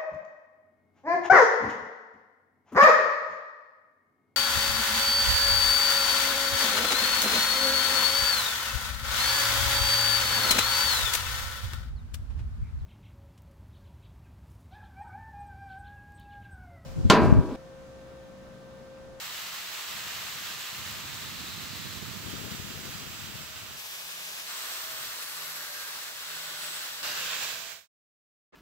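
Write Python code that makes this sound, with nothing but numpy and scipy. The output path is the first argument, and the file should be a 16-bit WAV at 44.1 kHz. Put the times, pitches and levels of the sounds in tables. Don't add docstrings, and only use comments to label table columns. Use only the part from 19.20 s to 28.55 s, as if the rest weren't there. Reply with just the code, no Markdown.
import sys
import numpy as np
from scipy import signal
from scipy.fft import rfft, irfft, next_fast_len
from scipy.io import wavfile
from scipy.ndimage import uniform_filter1d, map_coordinates

SR = 44100
rng = np.random.default_rng(int(sys.argv[2]) if len(sys.argv) > 2 else 0)


def unload_wav(signal):
    wavfile.write(
        sys.argv[1],
        SR,
        np.round(np.clip(np.atleast_2d(signal).T, -1, 1) * 32767).astype(np.int16),
    )


N = 412335
TIME = np.arange(N) / SR
GEAR = 13 / 48
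FADE_S, SILENT_S = 8.52, 8.68
# frequency in Hz, left gain in dB, right gain in dB.
ABOVE = [(298, -91, -86.5), (529, -85, -82), (760, -86, -79), (1210, -74.5, -74), (1460, -76.5, -76.5),
         (1764, -76.5, -72.5), (2320, -78.5, -75.5), (2540, -77, -73), (4080, -76.5, -74), (5730, -84, -78),
         (7860, -83, -80), (9100, -91.5, -93.5), (12900, -85, -88), (15500, -86.5, -83.5)]
FRONT = [(300, -89, -91), (420, -89, -85.5), (1050, -83.5, -80), (1320, -78, -77), (2400, -83.5, -78.5),
         (2530, -79, -76), (4100, -80.5, -78), (4540, -83.5, -77.5), (5800, -83, -81.5), (7300, -88.5, -79),
         (8200, -81, -82.5), (9430, -101.5, -99), (9930, -87, -92.5), (15500, -84, -84)]
SIDE_ON = [(300, -89.5, -91.5), (600, -84, -85), (766, -85, -84.5), (875, -80.5, -81.5), (2070, -80.5, -78),
           (2530, -74.5, -79.5), (2780, -76.5, -77.5), (6100, -80.5, -80), (7100, -87, -80.5),
           (8000, -81, -83.5), (9450, -88, -99.1), (10600, -81, -98.6), (10750, -81.5, -95),
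           (15500, -83.5, -90)]
LOW = [(299, -89.5, -88.5), (503, -86.5, -83.5), (600, -84.5, -83), (810, -85.5, -80.5), (1160, -76.5, -78),
       (1430, -77.5, -74.5), (2190, -77, -76), (2940, -76, -77.5), (4100, -77.5, -74.5), (6800, -82, -81.5),
       (8550, -82.5, -81), (9450, -86, -96.5), (11600, -82.5, -90.5), (15500, -83.5, -84)]
RASP = [(296, -85, -82.5), (600, -76.5, -71.5), (776, -81, -74.5), (1205, -74.5, -73), (1650, -77, -70),
        (2070, -70, -71.5), (2393, -73, -69), (2960, -72.5, -70), (3770, -72, -67), (4100, -69.5, -69),
        (7720, -78.5, -72.5), (9450, -82, -87), (12570, -78.5, -79.5), (15400, -79, -78)]


def felt_rim(turns, memory=0.92, points=256):
    fresh = rng.standard_normal((3, 1700, points))
    worn = signal.lfilter([1], [1, -memory], fresh, axis=1)
    paths = worn[:, 40:].reshape(3, -1)
    return unit(np.array([map_coordinates(path, [turns * points], order=3) for path in paths]))


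def friction(turns, load, band_hz=(6800, 13300), off_band_repeat=0.13, wobble=0.05, flutter_db=0.6):
    rub, air = felt_rim(turns), rng.standard_normal((3, N))
    blend = lambda share: np.sqrt(share) * rub + np.sqrt(1 - share) * air
    repeating = np.zeros(N)
    for part, _, _, repeat, *_ in perspectives():
        repeating[part] = repeat * np.sqrt(load[part])
    body = blend(repeating * off_band_repeat)
    sizzle = highpass(blend(repeating) - body, band_hz[0])
    felt = body + sizzle - highpass(sizzle, band_hz[1])
    throb = 1 + wobble * np.sin(2 * np.pi * turns)
    return felt * throb * undb(flutter_db * walk(35))


def perspectives():
    # start in seconds, left microphone's lag in ms, direct share, share that repeats at full
    # load, treble in dB, left minus right in dB, its drift in dB per second, tone.
    views = [(0, -0.013, 0.45, 0.31, 2.5, 2, -0.3, ABOVE), (3.0, 0.048, 0.38, 0.5, -0.5, -0.8, 0.9, FRONT),
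             (4.57, -0.18, 0.56, 0.37, 2, -0.5, -1, SIDE_ON), (5.265, -0.11, 0.39, 0.5, 1.7, 0, 0.16, LOW),
             (7.829, 0.061, 0.25, 0, 1.3, 2, -9, RASP)]
    ends = [row[0] for row in views[1:]] + [SILENT_S]
    return [(span(start, end), *settings) for (start, *settings), end in zip(views, ends)]


def hiss(rub, diffuse_hz=6000, echo_s=0.001103, bend_rad=0.43, brighten=0.2, trim_db=-0.63):
    # time in seconds, pressure in dB.
    pressure = [(0, 0.1), (1.0, 1.5), (2.1, -1.3), (2.98, -2.5), (3.02, 1), (4.15, 0.5), (4.65, -0.7),
                (5.45, 2.5), (6.05, 1), (6.6, 1.5), (6.95, -0.1), (7.5, 1.55), (7.81, 0.7), (7.835, -1.5),
                (8.14, -3), (8.24, 1.6)]
    pressure_db = curve(pressure) - 0.1 * walk(9.1) + lift_db()
    out = np.zeros((2, N))
    for part, lag_ms, direct, _, treble_db, first_pan_db, drift_db_per_s, tone in perspectives():
        share = lambda hz: direct / (1 + (hz / diffuse_hz) ** 2)
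        delay = lambda hz: np.exp(-2j * np.pi * hz * np.array([[lag_ms / 1000], [0]]))
        echo = lambda hz: np.exp(1j * bend_rad * np.sin(2 * np.pi * hz * echo_s) * np.array([[1], [0]]))
        straight = shape(rub[0, part], lambda hz: np.sqrt(share(hz)) * delay(hz) * echo(hz))
        scattered = shape(rub[1:, part], lambda hz: np.sqrt(1 - share(hz)))
        pair = highpass(colour(straight + scattered, tone), 210) * np.sqrt(SR / 2)
        treble = undb(treble_db - brighten * pressure_db[part])
        pair += (treble - 1) * highpass(pair, 6900)
        pan_db = first_pan_db + drift_db_per_s * (TIME[part] - TIME[part.start])
        out[:, part] = pair * undb(trim_db + pressure_db[part] + np.array([pan_db, -pan_db]) / 2)
    return out


def lift_db(lift_s=8.179, db_per_s=35.5):
    return -db_per_s * np.maximum(TIME - lift_s, 0)


def plate_rings(rub):
    # start, end and ramp in seconds, pitch midway in Hz, glide in Hz per second,
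    # width in Hz, level in dB.
    resonances = [(0, 2.95, .1, 1220, -31.5, 200, -79), (0, 1.9, .15, 2870, 0, 200, -66),
                  (1.85, 2.95, .3, 4030, 0, 700, -57), (3.0, 4.55, .1, 3280, 0, 140, -73),
                  (4.57, 5.26, 0.055, 1114, 0.5, 70, -70), (4.57, 5.26, .05, 1660, 2, 95.4, -71),
                  (4.57, 5.26, .05, 3480, 0, 180, -63), (4.52, 4.95, .12, 13660, -1200, 500, -55),
                  (5.25, 5.65, .12, 7670, -300, 220, -59), (5.27, 6.9, 0.13, 1127, 0.5, 149, -66),
                  (5.27, 6.9, 0.14, 4370, 0, 500, -75), (5.25, 5.7, .1, 13550, -200, 600, -58),
                  (5.45, 6.1, .25, 14350, -300, 1500, -50), (5.9, 6.95, .2, 11600, 699, 1900, -56),
                  (6.3, 6.9, .15, 1610, 0, 70, -67), (7.0, 7.7, .15, 1490, 0, 160, -65),
                  (7.0, 7.8, .1, 3700, 0, 1500, -57.5), (7.4, 7.65, .1, 7990, 199, 400, -55),
                  (7.7, 7.83, .03, 7900, 0, 250, -61), (7.82, 8.68, 0.017, 1590, -0.5, 240, -48.5),
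                  (7.82, 8.68, 0.017, 1070, 1, 110, -58), (7.82, 8.05, .02, 2820, 0, 260, -48),
                  (7.82, 7.99, .015, 4600, 0, 1600, -49.5), (7.82, 8.02, .015, 1450, -0.5, 900, -54),
                  (7.85, 8.68, .3, 7270, 1.5, 500, -54.5), (7.98, 8.68, 0.089, 2460, -300, 520, -48),
                  (8.0, 8.68, .08, 3300, -300, 750, -51.5), (8.04, 8.15, .03, 3300, 0, 1000, -50)]
    out = np.zeros((2, N))
    for start, end, ramp, centre, glide, width, db in resonances:
        part = span(start, end)
        pitch_hz = centre + glide * (TIME[part] - (start + end) / 2)
        phase = 2 * np.pi * np.cumsum(pitch_hz) / SR
        drive = rub[0, part] + rub[1:, part]
        smooth = lambda hz: 1 / (1 + (2 * hz / width) ** 2)
        ring = sum(wave * shape(drive * wave, smooth) for wave in (np.cos(phase), np.sin(phase)))
        right_db = -8 if centre > 9000 else 0
        out[:, part] += unit(ring) * undb([[db], [db + right_db]]) * window(start, end, ramp)[part]
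    return out * undb(lift_db())


def cancel_bands(sound, ramp_s=0.093):
    # start and end in seconds, centre and width in Hz, depth in dB.
    hollows = [(3.0, 4.6, 4330, 220, 2), (5.195, 7.848, 2340, 300, 3.5), (5.2, 7.8, 4850, 260, 1),
               (5.9, 7.0, 3150, 700, 2), (6.9, 7.85, 5950, 220, 2.5), (6.1, 7.85, 8600, 503, 5),
               (7.8, 8.6, 2170, 259.5, 3)]
    out = sound.copy()
    for start, end, centre, width, depth_db in hollows:
        part = span(start, end)
        band = shape(out[:, part], lambda hz: np.exp(-(2 * (hz - centre) / width) ** 2 / 2))
        out[:, part] -= (1 - undb(-depth_db)) * window(start, end, ramp_s)[part] * band
    return out


def plate_notes(ramp_s=0.16, waver_hz=3, waver_db=1.2):
    # start and end in seconds, pitch in Hz, level in dB.
    notes = [(6.32, 6.82, 1607, -52.5), (7.08, 7.53, 1471, -53.5)]
    drift_hz, waver = waver_hz * walk(45), undb(waver_db * walk(20))
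    out = np.zeros(N)
    for start, end, hz, db in notes:
        phase = 2 * np.pi * np.cumsum(hz + drift_hz) / SR
        out += window(start, end, ramp_s) * undb(db) * np.sin(phase)
    return np.sqrt(2) * waver * out


def squeals(turns, ramp_s=0.049, flicker_db=2.2, slip_turns=0.0011):
    # start and end in seconds, multiple of the wheel's speed, left level in dB,
    # depth of the throb, right minus left in dB.
    whistles = [(5.26, 5.6, 43, -60, .3, 4), (5.36, 5.76, 70, -57, 1.1, -7), (5.43, 5.68, 78, -57, .7, -10),
                (5.56, 5.85, 85, -56, .7, -6), (5.73, 5.98, 82, -56, 1.0, -5),
                (5.76, 6.16, 86, -58, .3, -8), (5.96, 6.24, 67, -53.5, .9, -20),
                (5.97, 6.24, 65, -57.5, .2, -18), (5.96, 6.45, 49, -57, .5, -3),
                (6.04, 6.66, 71, -53.5, 1.3, -17), (6.1, 6.65, 83, -58.5, .7, -10),
                (6.2, 6.75, 87, -59, .9, -10), (6.22, 6.68, 77, -55.5, .6, -13),
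                (6.58, 6.95, 72, -58.5, .6, -17), (7.0, 7.32, 48, -56, .3, 0),
                (7.05, 7.26, 66, -56.5, .2, -20), (7.2, 7.44, 49, -60, 1.1, 0),
                (7.32, 7.54, 66, -54.5, .7, -20), (7.39, 7.65, 49, -48.5, 1.0, -2.5),
                (7.42, 7.58, 47, -57.5, .2, 4)]
    flicker = undb(flicker_db * walk(30))
    slipped = turns + slip_turns * walk(70)
    out = np.zeros((2, N))
    for start, end, multiple, db, throb, right_db in whistles:
        part = span(start, end)
        cycles = multiple * slipped[part] + rng.random()
        whistle = np.sin(2 * np.pi * (cycles + np.array([[0], [1 / 4]])))
        grip = 1 + throb * np.sin(2 * np.pi * (turns[part] + rng.random()))
        envelope = (window(start, end, ramp_s) * flicker)[part] * grip
        out[:, part] += envelope * undb([[db], [db + right_db]]) * whistle
    return np.sqrt(2) * out


def motor(rotor_turns, jitter_turns=0.054, whine_ramp_s=0.058):
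    # start and end in seconds, level in dB.
    spindle_swells = [(0, .6, -66), (4.74, 5.26, -67.5), (6.088, 6.497, -67.5), (7.039, 7.64, -65.5),
                      (7.902, 8.276, -69.5)]
    rotor_swells = [(0.452, .95, -63.5), (4.1, 4.547, -62.5), (5.38, 5.92, -57), (6.28, 6.615, -61),
                    (6.998, 7.703, -63), (7.764, 8.047, -55.5), (8.203, 8.682, -60.5)]
    # start and end in seconds, multiple of the rotor's speed, level in dB.
    whines = [(0, 5.26, 4, -73), (0, 8.7, 5, -65.5), (0, 8.6, 6, -72.5), (5.27, 8.6, 9, -69.5),
              (7.0, 7.8, 13, -67), (0, 5.26, 24, -72)]
    waver_db = 1.4 * walk(22)
    phase = 2 * np.pi * (rotor_turns + jitter_turns * walk(30) + np.array([[0], [.12]]))
    spindle_gain = swelling(spindle_swells, steady_db=-78) * undb(0.9 * walk(14))
    rotor_gain = swelling(rotor_swells, steady_db=-68.5) * undb([waver_db - 1, waver_db])
    tones = spindle_gain * np.sin(GEAR * phase) + rotor_gain * np.sin(phase)
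    for start, end, multiple, db in whines:
        tones += window(start, end, whine_ramp_s) * undb(db + waver_db) * np.sin(multiple * phase)
    return np.sqrt(2) * tones


def draught(eddy_db=2.7, breeze_db=-66.5, strong_db=-38, bright=.55, ramp_s=0.096, trim_db=-1.5):
    # frequency in Hz, gain in dB.
    buffet = [(20, -31.5), (40, -17), (75, 0), (125, 1), (190, -1.5), (280, -9), (400, -14.5), (600, -23.5),
              (1200, -44.5), (4000, -89)]
    # start and end in seconds,
    # strength midway in dB, growth in dB per second, microphone.
    gusts = [(-.05, 0.66, -59, -15, "left"), (0.635, 1.455, -50.5, -1, "left"),
             (.66, 1.47, -60.5, 16, "right"), (1.48, 2.98, -52.5, -10, "left"),
             (1.5, 3.06, -42.5, 6.5, "right"), (2.973, 3.536, -37.5, -2, "left"),
             (3.462, 4.06, -41.5, -10, "left"), (3.973, 4.29, -41.5, -12, "left"),
             (4.197, 4.616, -49.5, 2, "left"), (4.248, 4.625, -52.5, 15, "right"),
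             (5.58, 5.965, -57.5, 5, "right"), (7.78, 8.402, -65, -3, "left"),
             (7.765, 8.503, -57.5, -9, "right")]
    eddies = np.array([rng.standard_normal(N) * undb(eddy_db * walk(140)) for _ in range(2)])
    thumps = colour(eddies, buffet)
    thumps /= np.sqrt(uniform_filter1d(thumps ** 2, int(.1 * SR)))
    jet = np.zeros((2, N))
    for start, end, db, growth_db_per_s, microphone in gusts:
        gust_db = db + growth_db_per_s * (TIME - (start + end) / 2)
        jet[["left", "right"].index(microphone)] += window(start, end, ramp_s) * undb(gust_db)
    flow = np.hypot(jet, undb(breeze_db))
    small_eddies = bright * flow / undb(strong_db) * highpass(thumps, 230)
    return (thumps + small_eddies) * flow * undb(trim_db)


def bench(level_db=-75, top_hz=70):
    noise = highpass(rng.standard_normal((2, N)), 22)
    rumble = shape(noise, lambda hz: 1 / (1 + (hz / top_hz) ** 2))
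    return unit(rumble) * undb(level_db + lift_db())


def rush(start_s=9.322, rise_s=0.022, level_db=-50):
    # frequency in Hz, gain in dB.
    tone = [(30, -17), (150, -7), (380, 1.5), (900, -5), (2200, -11), (4000, -22), (8000, -33),
            (15000, -61)]
    noise = unit(colour(rng.standard_normal((2, N)), tone))
    return noise * undb(level_db) * np.clip((TIME - start_s) / rise_s, 0, 1)


def swelling(swells, steady_db, ramp_s=0.12):
    power = sum((undb(db) * window(start, end, ramp_s)) ** 2 for start, end, db in swells)
    return np.sqrt(undb(steady_db) ** 2 + power)


def undb(db):
    return 10 ** (np.asarray(db) / 20)


def unit(x):
    return x / np.sqrt(np.mean(x ** 2, axis=-1, keepdims=True))


def curve(points):
    return np.interp(TIME, *np.transpose(points))


def walk(rate):
    steps = np.arange(int(rate * N / SR) + 2)
    return unit(np.interp(TIME * rate, steps, rng.standard_normal(len(steps))))


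def span(start, end):
    return slice(int(start * SR), int(end * SR))


def window(start, end, ramp):
    return np.clip(np.minimum(TIME - start, end - TIME) / ramp, 0, 1)


def shape(x, gain):
    size = next_fast_len(x.shape[-1], True)
    hz = np.maximum(np.arange(size // 2 + 1) * SR / size, 1)
    return irfft(rfft(x, size) * gain(hz), size)[..., :x.shape[-1]]


def colour(x, table):
    points, *columns = np.transpose(table)
    return shape(x, lambda hz: undb([np.interp(np.log(hz), np.log(points), db) for db in columns]))


def highpass(x, edge_hz):
    return shape(x, lambda hz: 1 / (1 + (edge_hz / hz) ** 6))


def scene(free_hz=720, full_sag_hz=80):
    # time in seconds, turns per second.
    rotor_speed = [(0, 661), (.5, 653), (1.2, 649), (2.95, 641), (3.3, 650), (3.8, 643), (4.15, 632),
                   (4.5, 634), (4.75, 627), (5.0, 625), (5.25, 630), (5.28, 664), (5.42, 660), (5.6, 652),
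                   (5.8, 637.6), (6.05, 614.8), (6.2, 605.4), (6.42, 597), (6.68, 589), (6.88, 593),
                   (7.05, 602.6), (7.45, 603.6), (7.73, 614), (7.93, 597), (8.08, 627), (8.3, 655),
                   (8.6, 674)]
    rotor_hz = curve(rotor_speed)
    load = np.maximum(free_hz - rotor_hz, 0) / full_sag_hz
    rotor_turns = np.cumsum(rotor_hz * (1 + 0.000295 * walk(8))) / SR
    wheel_turns = GEAR * rotor_turns
    rub = friction(wheel_turns, load)
    steel = cancel_bands(hiss(rub) + plate_rings(rub)) + plate_notes()
    grinder = steel + motor(rotor_turns) + draught() + bench() + squeals(wheel_turns)
    fade = np.clip((SILENT_S - TIME) / (SILENT_S - FADE_S), 0, 1) ** 1.2
    return fade * grinder + rush()


def record(dry, top_hz=15700):
    return signal.sosfilt(signal.ellip(12, .1, 80, top_hz, fs=SR, output="sos"), dry)


dry = scene()
out = record(dry)
unload_wav(out)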